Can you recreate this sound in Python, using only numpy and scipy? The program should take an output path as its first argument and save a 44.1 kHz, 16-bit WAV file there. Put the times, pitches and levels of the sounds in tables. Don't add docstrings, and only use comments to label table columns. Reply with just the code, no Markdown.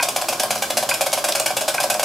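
import sys
import numpy as np
from scipy import signal
from scipy.fft import rfft, irfft
from scipy.io import wavfile
from scipy.ndimage import uniform_filter1d

SR = 44100
rng = np.random.default_rng(int(sys.argv[2]) if len(sys.argv) > 2 else 0)


def dump(signal):
    limited = np.clip(np.atleast_2d(signal).T, -1, 1)
    pcm = np.round(limited * 32767).astype(np.int16)
    wavfile.write(sys.argv[1], SR, pcm)


N = 89964
T = np.arange(N) / SR

# start_s, hiss_db, thump_db, port_open_s, upper_mode_lift_db
EXHAUST_PUFFS = [(.024, -15, -18.5, 0.0084, 2), (.1595, -16.5, -18, 0.0068, 7.5),
                 (0.2834, -16.5, -14, 0.0088, 1), (.395, -14.5, -21, 0.0056, -11),
                 (.504, -14.5, -14.5, 0.0065, 5), (.620, -17, -14.5, 0.0065, 4.5),
                 (0.7679, -15.5, -13, 0.011, -2), (.888, -14.5, -10.5, 0.0078, -4),
                 (1.007, -16, -11.5, 0.0094, 1.5), (1.127, -15.5, -14, 0.0095, 1.5),
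                 (1.239, -16.5, -12.5, 0.0099, 2.5), (1.349, -17.5, -12, 0.01, -2.5),
                 (1.4581, -13.5, -13.5, 0.0063, -22), (1.5655, -15.5, -13, 0.0068, -4),
                 (1.678, -16.5, -8.5, 0.011, -13), (1.799, -18, -15.5, 0.0089, 6.5),
                 (1.898, -13.5, -12.5, 0.0057, -1), (1.993, -18, -14.5, 0.0053, 0.5)]
# start_s, hiss_db, port_open_s
RETURN_STROKE_PUFFS = [(0.084, -15.5, .007), (0.211, -19.5, .011), (0.323, -22, 0.012),
                       (0.431, -13, 0.0051), (0.551, -21.5, 0.0089), (0.7, -16, 0.0091),
                       (0.821, -22.5, 0.017), (0.937, -16.5, 0.01), (1.059, -18.5, 0.014),
                       (1.172, -23.5, 0.02), (1.282, -17, 0.012), (1.395, -16.5, 0.0078),
                       (1.5, -26.5, 0.014), (1.606, -20.5, 0.016), (1.739, -19, 0.012), (1.828, -19, 0.015),
                       (1.939, -21, 0.0072), (2.027, -16, 0.0094)]
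# freq_hz, density_db (per Hz)
HISS_COLOUR = [(60, -42), (200, -10.5), (470, -7), (600, 8.5), (780, 3.5), (950, 0.5), (1250, -6.5),
               (1550, 6.5), (1850, -5), (2500, 2.5), (3300, -0.5), (3800, -2.5), (5000, 0.5), (6300, -1),
               (10000, -1), (13500, -6.5), (14300, -10), (15300, -21), (16000, -28)]
# freq_hz, width_hz, level_db
PASSAGE_RESONANCES = [(2225, 160, -8.5), (3390, 126, -6), (5000, 140, -3.5)]
# start_s, level_db, upper_mode_lift_db
CRANK_KNOCKS = [(.053, -21, 15), (.085, -10, 3), (.186, -14.5, 5), (.222, -9, -1), (.243, -13.5, 5.5),
                (.327, -9.5, 6), (.437, -8, 6), (.558, -11, 6.5), (.704, -8.5, -3), (.827, -2.5, -2),
                (.938, -16, -3), (1.065, -5, 0), (1.176, -6.5, 1), (1.288, -2, -7), (1.400, -6, -2),
                (1.505, -8, 5.5), (1.614, -4.5, -4), (1.745, -7, 3.5), (1.840, -1, -1), (1.949, -11, 7),
                (2.031, -4, 0)]
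# freq_hz, puff_level_db, knock_level_db, t60_s
FRAME_MODES = [(558, 5, 1.5, 0.15), (603.4, -5.5, -0.5, 0.12), (627.3, -2.5, -0.5, 0.12),
               (662, -19, -17, 0.059), (719.8, -1, 0.5, 0.11), (747.4, -9, -9, 0.1), (783, -4, -25, 0.085),
               (803, -7.5, -24, 0.14), (968, -11, -6, 0.084), (1036, -11, -14.5, 0.15),
               (1084, -12.5, -15, 0.26), (1213, -18, -19, 0.15), (1608, -10.5, -14, 0.11),
               (2374, -6.5, -10, 0.066)]
# start_s, level_db, centre_hz
TICK_BURSTS = [(.011, -23.5, 5330), (0.151, -28, 5500), (0.567, -32, 6000), (0.579, -20.5, 4070),
               (.586, -25, 10000), (1.120, -18, 5970), (1.324, -17, 8550), (1.399, -11, 8460),
               (1.942, -18, 7900)]
# start_s, level_db, pitch_ratio
CHIRP_EVENTS = [(-.002, -7.5, 0.98), (.912, -7, 0.97), (1.3207, -8.5, 2), (1.7799, -8.5, 0.93)]
# after_start_s, pitch_hz
CHIRP_SWEEP = [(0, 1900), (.0025, 2750), (.004, 1630), (.0055, 1380), (.008, 960)]
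# freq_hz, level_db, t60_s
CHIRP_RINGS = [(982, 7.5, 0.041), (1096, 0.5, 0.061), (1565, 2, 0.051), (1622, -4.5, 0.055),
               (2484, -9.5, 0.18), (2667, -0.5, 0.019)]
# freq_hz, density_db (per Hz)
LEAK_COLOUR = [(25, -5), (70, -7), (100, -1), (125, 6), (190, 3), (300, 7), (450, 7.5), (700, 2.5),
               (1200, 7.5), (2000, -6.5), (5000, -0.5), (10000, -4.5), (16000, -11.5)]
# centre_hz, level_db
HUM_BANDS = [(124, -55), (216, -51), (266, -56.5), (339, -53)]
# freq_hz, side_db
EAR_DIFFERENCE = [(30, -9), (100, -18), (300, -19), (580, -17.5), (1200, -9.5), (3000, -7.5), (12000, -5.5)]

PUFF_DB, RETURN_DB, THUMP_DB, KNOCK_DB = -1, -2.5, -10.5, -16.5
TICK_DB, CHIRP_DB, CHIRP_RING_DB, LEAK_DB = -4, -5.5, -34, -34
UPPER_MODES_HZ, CHIRP_BRIGHT_HZ, CUTOFF_HZ = 660, 3020, 16300
ROOM_T60_S, ROOM_TREBLE_T60_S, ROOM_GAP_S = 0.29, 0.19, .003


def exhaust(sputter_db, edge_hz, bass_db):
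    flow = np.zeros(N)
    for start_s, hiss_db, _, open_s, _ in EXHAUST_PUFFS:
        flow += from_db(hiss_db + PUFF_DB) * burst(start_s, 0.0035, open_s, 0.007)
    for start_s, hiss_db, open_s in RETURN_STROKE_PUFFS:
        flow += from_db(hiss_db + RETURN_DB) * burst(start_s, 0.0042, open_s, 0.0025)
    wobble = rms_one(uniform_filter1d(rng.standard_normal(N), size=40))
    jet = noise(HISS_COLOUR) * flow * from_db(sputter_db * wobble)
    bass = resonance(high_pass(jet, 45, order=2), 230, 360)
    air = high_pass(jet, edge_hz, order=8) + from_db(bass_db) * bass
    return air + sum(from_db(db) * resonance(air, hz, width_hz) for hz, width_hz, db in PASSAGE_RESONANCES)


def frame(scatter_db, detune, chatter, chatter_s, low_cut_hz):
    mode_hz, puff_db, knock_db, t60_s = np.transpose(FRAME_MODES)
    blows = [(s + 0.00201, db + THUMP_DB, lift_db, puff_db) for s, _, db, _, lift_db in EXHAUST_PUFFS]
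    blows += [(s, db + KNOCK_DB, lift_db, knock_db) for s, db, lift_db in CRANK_KNOCKS]
    ring_t = T[:SR // 5]
    decay = np.exp(-np.log(1000) * np.outer(1 / t60_s, ring_t))
    variations = rng.standard_normal((len(blows), 2, len(mode_hz)))
    struck = np.zeros(N + SR)
    for (start_s, db, lift_db, mode_db), (louder, sharper) in zip(blows, variations):
        lifted_db = lift_db * (mode_hz > UPPER_MODES_HZ)
        strength = from_db(db + mode_db + lifted_db + scatter_db * louder)
        blow_hz = mode_hz * (1 + detune * sharper)
        rings = np.sin(2 * np.pi * np.outer(blow_hz, ring_t)) * decay
        first = max(int(start_s * SR), 0)
        struck[first:first + len(ring_t)] += strength @ rings
    gate = sum(from_db(db) * burst(s, 0.00068, 0.0037, chatter_s) for s, db, _, _ in blows)
    rattle = chatter * rng.standard_normal(N) * gate
    rattle_ring = sum(from_db(db) * ring(rattle, hz, mode_t60_s) for hz, db, _, mode_t60_s in FRAME_MODES)
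    return high_pass(struck[:N] + rattle_ring, low_cut_hz, order=8)


def ticks(width_share):
    white = rng.standard_normal(N)
    out = np.zeros(N)
    for start_s, db, hz in TICK_BURSTS:
        band = rms_one(resonance(white, hz, hz * width_share))
        out += from_db(db + TICK_DB) * band * burst(start_s - .0005, 0.00023, 0.0015, 0.00069)
    return out


def chirps(overtone_db, rough):
    after_s, pitch_hz = np.transpose(CHIRP_SWEEP)
    squeak = np.zeros(N)
    for start_s, db, ratio in CHIRP_EVENTS:
        sweep_hz = np.interp(T - start_s, after_s, pitch_hz)
        phase = 2 * np.pi * ratio * np.cumsum(sweep_hz * (T > start_s)) / SR
        overtones = sum(np.sin(k * phase) / (1 + (k * sweep_hz / CHIRP_BRIGHT_HZ) ** 8) for k in (2, 3))
        tone = np.sin(phase) + from_db(overtone_db) * overtones
        squeak += from_db(db + CHIRP_DB) * tone * burst(start_s, 0.0014, 0.0026, 0.0028)
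    roughness = 1 + rough * rms_one(uniform_filter1d(rng.standard_normal(N), size=30))
    squeak = high_pass(squeak * roughness, 450, order=4)
    rings = sum(from_db(db) * ring(squeak, hz, t60_s) for hz, db, t60_s in CHIRP_RINGS)
    return squeak + from_db(CHIRP_RING_DB) * rings


def background(hum_width_hz, spread_db):
    hum = np.zeros(N)
    for hz, db in HUM_BANDS:
        band = resonance(rng.standard_normal(N + SR), hz, hum_width_hz)
        band = resonance(band, hz, hum_width_hz)[SR:]
        hum += from_db(db) * rms_one(band)
    leak = stereo(noise(LEAK_COLOUR), from_db(spread_db) * noise(LEAK_COLOUR))
    return hum + from_db(LEAK_DB) * leak


def room(x, wet_db, count=13):
    tail_position = np.linspace(0, count - 1, N)
    wet = np.zeros((2, N))
    for k in range(count):
        fade = np.sqrt(np.maximum(1 - abs(tail_position - k), 0))
        wet += signal.fftconvolve((x * fade)[None], room_tail(), axes=1)[:, :N]
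    return x + from_db(wet_db) * wet


def room_tail():
    t = T[:SR // 2]
    white = rng.standard_normal((2, len(t)))
    low = signal.sosfilt(signal.butter(1, 4000, fs=SR, output="sos"), white)
    low_decay = np.exp(-np.log(1000) * t / ROOM_T60_S)
    treble_decay = np.exp(-np.log(1000) * t / ROOM_TREBLE_T60_S)
    tail = (low * low_decay + (white - low) * treble_decay) * (t > ROOM_GAP_S)
    return stereo(*tail / np.sqrt(np.sum(tail[0] ** 2)))


def stereo(mid, side):
    return mid + colour(side, EAR_DIFFERENCE) * np.array([[1], [-1]])


def noise(points):
    return rms_one(colour(rng.standard_normal(N), points))


def colour(x, points):
    size = x.shape[-1]
    hz, db = np.transpose(points)
    bin_hz = np.maximum(np.arange(size // 2 + 1) * SR / size, 1)
    gain = from_db(np.interp(np.log(bin_hz), np.log(hz), db))
    return irfft(rfft(x) * gain, size)


def burst(start_s, attack_s, hold_s, decay_s):
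    t = T - start_s
    return np.clip(t / attack_s, 0, 1) * np.exp(-np.clip((t - hold_s) / decay_s, 0, 20))


def ring(x, hz, t60_s):
    r, w = np.exp(-np.log(1000) / (t60_s * SR)), 2 * np.pi * hz / SR
    return signal.lfilter([0, np.sin(w)], [1, -2 * r * np.cos(w), r * r], x + 1e-18)


def resonance(x, hz, width_hz):
    r, w = np.exp(-np.pi * width_hz / SR), 2 * np.pi * hz / SR
    return signal.lfilter(np.array([1, 0, -1]) * (1 - r * r) / 2, [1, -2 * r * np.cos(w), r * r], x)


def high_pass(x, hz, order):
    return signal.sosfilt(signal.butter(order, hz, "high", fs=SR, output="sos"), x)


def from_db(db):
    return 10 ** (np.asarray(db) / 20)


def rms_one(x):
    return x / np.sqrt(np.mean(x ** 2) + 1e-20)


def scene():
    dry_air = exhaust(sputter_db=0.8, edge_hz=560, bass_db=0) + ticks(width_share=0.59)
    air = room(dry_air, wet_db=-2.5)
    dry_metal = frame(scatter_db=1.1, detune=.011, chatter=0.015, chatter_s=0.0049, low_cut_hz=567)
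    metal = room(dry_metal, wet_db=-9.5)
    squeaks = room(chirps(overtone_db=1, rough=0.49), wet_db=-7.5)
    return air + metal + squeaks + background(hum_width_hz=6.2, spread_db=4.0)


def record(dry):
    return signal.sosfilt(signal.cheby2(16, 60, CUTOFF_HZ, fs=SR, output="sos"), dry)


dry = scene()
out = record(dry)
dump(out)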